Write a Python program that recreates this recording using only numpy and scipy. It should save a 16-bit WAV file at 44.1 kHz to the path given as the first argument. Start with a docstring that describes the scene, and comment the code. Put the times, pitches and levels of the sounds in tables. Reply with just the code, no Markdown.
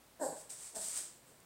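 """A small dog gives two muffled, closed-mouth woofs, each with a puff of air through the nose.
Between and after them it jumps up, paws scuffing and sliding, then settles with a few light steps.
The place is a quiet, hard-floored room with faint background noise. A small microphone with a peak
in the high treble stands near enough for the dog to be louder than its reverberation."""
import sys
import numpy as np
from scipy import signal
from scipy.fft import rfft, irfft
from scipy.io import wavfile
from scipy.ndimage import uniform_filter1d

SR = 44100
rng = np.random.default_rng(int(sys.argv[2]) if len(sys.argv) > 2 else 0)


def file_out(sig):
    """Save sig as 16-bit WAV at sys.argv[1]."""
    # one column per channel
    cols = np.atleast_2d(sig).T
    # limit, then scale
    lim = np.clip(cols, -1, 1)
    pcm = np.round(lim * 32767).astype(np.int16)
    wavfile.write(sys.argv[1], SR, pcm)


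N = 63945
T = np.arange(N) / SR


def from_db(db):
    """Decibels to gain."""
    return 10 ** (np.asarray(db) / 20)


def rms_one(x):
    """Scale to unit rms."""
    return x / np.sqrt(np.mean(x ** 2) + 1e-20)


def at_hz(points, hz):
    """Read a table on a log-frequency axis."""
    freqs, values = np.transpose(points)
    return np.interp(np.log(np.maximum(hz, 1)), np.log(freqs), values)


def colour(x, spectrum):
    """Give a steady excitation a spectrum; rms 1."""
    gains = from_db(at_hz(spectrum, np.fft.rfftfreq(N, 1 / SR)))
    return rms_one(irfft(rfft(x) * gains, N))


def noise(spectrum):
    """Coloured noise, rms 1."""
    return colour(rng.standard_normal(N), spectrum)


def cut(x, hz, kind, order):
    """Butterworth filter."""
    return signal.sosfilt(signal.butter(order, hz, kind, fs=SR, output="sos"), x)


def resonate(x, hz, width_hz):
    """One resonance with gain 1 at its peak."""
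    r = np.exp(-np.pi * width_hz / SR)
    feedback = [1, -2 * r * np.cos(2 * np.pi * hz / SR), r * r]
    return signal.lfilter(np.array([1, 0, -1]) * (1 - r * r) / 2, feedback, x)


def dying(age, t60):
    """Exponential decay from age zero, 60 dB in t60 seconds."""
    return np.exp(-np.log(1000) * np.maximum(age, 0) / t60)


def envelope(start, attack, hold, release):
    """Straight rise, hold, exponential fall."""
    return np.clip((T - start) / attack, 0, 1) * dying(T - start - attack - hold, release)


def hits(rows, t60):
    """Sudden rises that die away."""
    return sum(from_db(db) * (T >= start) * dying(T - start, t60) for start, db in rows)


# The room's background. Each row: frequency in Hz, relative level in dB.
ROOM_TONE_SPECTRUM = [(20, -17.5), (58, 0), (85, -8), (125, -0.5), (250, -3.5), (600, -4), (1200, -8),
                      (2500, -13), (5000, -16), (8000, -22.5), (12000, -19), (16000, -16)]
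def room_tone(level_db=-64):
    """Faint, steady noise of the quiet room."""
    return from_db(level_db) * noise(ROOM_TONE_SPECTRUM)


# How long the room rings. Each row: frequency in Hz, seconds to fall 60 dB.
ROOM_DECAY = [(150, 0.2), (600, 0.4), (2000, 0.68), (8000, 0.23), (16000, 0.14)]
def reverberation(x, delay_s=0.0038, swell_s=0.029):
    """Diffuse reflections swell, then die at their own rate in each octave."""
    edges = np.geomspace(70, 18000, 9)
    swell = np.clip((T - delay_s) / swell_s, 0, 1)
    tail = 0
    for low, high in zip(edges, edges[1:]):
        fade = swell * dying(T, at_hz(ROOM_DECAY, np.sqrt(low * high)))
        band = cut(rng.standard_normal(N), [low, high], "band", order=2) * fade
        tail = tail + rms_one(band) * np.sqrt(2 * (high - low) / SR / N)  # equal energy per Hz
    return signal.fftconvolve(x, tail)[:N]


# A paw's thud. Each row: frequency in Hz, relative level in dB.
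THUD_SPECTRUM = [(40, -5), (70, -0.5), (130, 1), (230, 0), (360, 3.5), (480, -2), (680, -1.5), (1100, -17),
                 (3000, -28), (16000, -50)]
# Paws landing. Each row: start in seconds, level in dB.
FOOTFALLS = [(.325, -51), (0.523, -58), (.788, -51.5), (.815, -57), (.883, -53), (1.318, -57.5)]
def footfalls():
    """Light steps thud softly on the hard floor."""
    return noise(THUD_SPECTRUM) * hits(FOOTFALLS, t60=0.046)


def friction(spectrum, slips_per_s=2200, spread_db=3, slip_share=0.37):
    """Many tiny slips over a smooth rub."""
    sizes = from_db(spread_db * np.minimum(rng.exponential(1, N), 4)) * rng.choice([-1, 1], N)
    slips = rms_one(sizes * (rng.random(N) < slips_per_s / SR))
    rub = rng.standard_normal(N)
    return colour(np.sqrt(slip_share) * slips + np.sqrt(1 - slip_share) * rub, spectrum)


# A paw sliding, and rasping under pressure. Each row: frequency in Hz, relative level in dB.
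SLIDE_SPECTRUM = [(1500, -26.5), (3000, -10), (4500, -4), (6500, -2.5), (8300, 1.5), (10000, -5.5),
                  (12500, -12), (16000, -14.5)]
RASP_SPECTRUM = [(100, -10), (300, 0), (800, 2.5), (2000, 3), (3500, -4), (6000, -3.5), (16000, -18.5)]
# Scuffs across the floor. Each row: start in seconds, level in dB, then attack, hold and
# 60 dB release in seconds, rasp in dB relative to the slide.
PAW_SCUFFS = [(0.339, -59.5, 0.043, 0.036, 0.16, -9.5), (0.492, -54.5, 0.008, 0.026, 0.28, -8.5),
              (.55, -57, 0.084, 0.039, 0.29, -6.5), (0.745, -52, 0.012, 0.02, 0.28, -8.5),
              (0.791, -50, 0.041, 0.043, 0.58, -12), (0.866, -54, 0.08, 0.021, 0.2556, -5),
              (0.949, -51, 0.028, 0.009, 0.2952, -8.5), (1.254, -71, 0.032, .01, .25, -24)]
# Claws striking the floor. Each row: start in seconds, level in dB.
CLAW_TICKS = [(.498, -61), (.504, -43), (.5135, -75), (.524, -66), (.556, -63), (.749, -52), (.76, -42),
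              (.817, -42.5), (.902, -60), (.975, -40), (1.403, -62.5)]
def paws():
    """Paws slide brightly, pressure adds a lower rasp, and claws tick."""
    slide, rasp = friction(SLIDE_SPECTRUM), friction(RASP_SPECTRUM)
    scuffs = sum(from_db(db) * envelope(start, *shape) * (slide + from_db(rasp_db) * rasp)
                 for start, db, *shape, rasp_db in PAW_SCUFFS)
    return scuffs + noise(SLIDE_SPECTRUM) * hits(CLAW_TICKS, t60=0.016)


# Hiss at the nostrils. Each row: frequency in Hz, relative level in dB.
NOSTRIL_SPECTRUM = [(1900, -18.5), (2900, -29), (3800, -16.5), (4900, -10.5), (6000, -17.5), (7600, -3.5),
                    (9500, -12), (12000, -15), (16000, -27)]
# Puffs. Each row: start in seconds, level in dB, then attack, hold and 60 dB release in seconds.
NOSE_PUFFS = [(0.193, -51, 0.041, 0.025, 0.43), (0.746, -53.5, 0.017, 0.0054, 0.92)]
def nose_puffs():
    """Air hisses smoothly through the nose with each woof."""
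    airflow = sum(from_db(db) * envelope(start, *shape) for start, db, *shape in NOSE_PUFFS)
    return noise(NOSTRIL_SPECTRUM) * airflow


# The throat's resonances. Each row: frequency in Hz, width in Hz, gain in dB.
THROAT_RESONANCES = [(322, 69, -7), (407, 70, -5.5), (613, 254, 3.5), (818, 37, -5), (933, 31, -4.5),
                     (1130, 67, -13), (1490, 120, -16), (1734, 130, -9)]
def vocal_tract(source, muzzle_hz, muzzle_db, muzzle_width_hz=160):
    """Throat and muzzle ring, the nose cuts a notch, and the closed mouth muffles the voice."""
    resonances = THROAT_RESONANCES + [(muzzle_hz, muzzle_width_hz, muzzle_db)]
    voice = sum(from_db(db) * resonate(source, hz, width) for hz, width, db in resonances)
    nasal = voice - resonate(voice, hz=1204, width_hz=890)
    muffled = cut(nasal, 1752, "low", order=22)
    return cut(muffled, 232, "high", order=4)


# The course of each woof. 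Each row: time in seconds, pitch in Hz, level in dB,
# roughness from 0 to 1, chest tone in dB relative to the voice.
LOUD_CONTOUR = [(0.192, 335, -63, 0.54, -22), (.202, 329.8, -46.5, .35, -18), (.21, 322.3, -48.5, .25, -14),
                (0.215, 308, -36, 0.028, -7), (.226, 293, -36, 0.35, -4), (0.239, 266.5, -35, 0.21, -12),
                (0.245, 251.5, -39.5, .3, -14), (0.26, 264.1, -39.5, 0.33, -6),
                (.276, 289.4, -40.5, 0.18, -22), (.284, 177.1, -46.5, .7, -9.5),
                (0.301, 167.6, -46, 0.77, -6.5), (0.317, 167.5, -53, 0.41, -9.5),
                (0.332, 168.2, -47.5, 1, -18), (0.398, 164, -67, 0.99, -18)]
SOFT_CONTOUR = [(0.733, 231.1, -83, 0.7, -20), (.745, 224.3, -56.5, 0.77, -18),
                (0.757, 221, -57.5, 0.45, -15), (.77, 220.4, -43, 0.084, -7.5),
                (0.783, 209, -54, 0.32, -24), (0.794, 194.6, -53, 0.38, -2), (0.813, 202, -69, 0.52, -6)]
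def woof(contour, muzzle_hz, muzzle_db, jitter=0.0692):
    """Unsteady vocal pulses and pulsing air drive the tract; the chest radiates the fundamental."""
    times, *columns = np.transpose(contour)
    hz, db, rough, chest_db = [np.interp(T, times, column) for column in columns]
    wobble = rms_one(cut(rng.standard_normal(N), 140, "low", order=2))
    phase = 2 * np.pi * np.cumsum(hz * (1 + jitter * rough * wobble)) / SR
    pulses = rms_one(sum(np.cos(k * phase) for k in range(2, 12)))
    air = rms_one(cut(rng.standard_normal(N), 3440, "low", order=4) * (1 + 0.52 * np.cos(phase)))
    source = np.sqrt(1 - rough) * pulses + np.sqrt(rough) * air
    voice = vocal_tract(source, muzzle_hz, muzzle_db)
    voice /= np.sqrt(uniform_filter1d(voice ** 2, size=500) + 1e-12)  # the contour sets the level
    chest = from_db(chest_db) * np.sin(phase)
    return (voice + chest) * from_db(db) * (T > times[0]) * (T < times[-1])


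def scene():
    """The dog and its room from the microphone's position, the same in both channels."""
    loud_woof = woof(LOUD_CONTOUR, muzzle_hz=530, muzzle_db=0.5)
    soft_woof = woof(SOFT_CONTOUR, muzzle_hz=645, muzzle_db=4.5)
    dull = loud_woof + soft_woof + footfalls()
    bright = nose_puffs() + paws()
    reflections = reverberation(from_db(-6) * dull + from_db(-6.5) * bright)
    mono = dull + bright + reflections + room_tone()
    return np.array([mono, mono])


def record(dry):
    """The small microphone's port rings in the high treble; the very top is cut."""
    port_ring = 2.01 * resonate(dry, hz=8360, width_hz=1740)
    top_cut = signal.ellip(10, 0.2, 70, 15850, fs=SR, output="sos")
    return signal.sosfilt(top_cut, dry + port_ring)


dry = scene()
out = record(dry)
file_out(out)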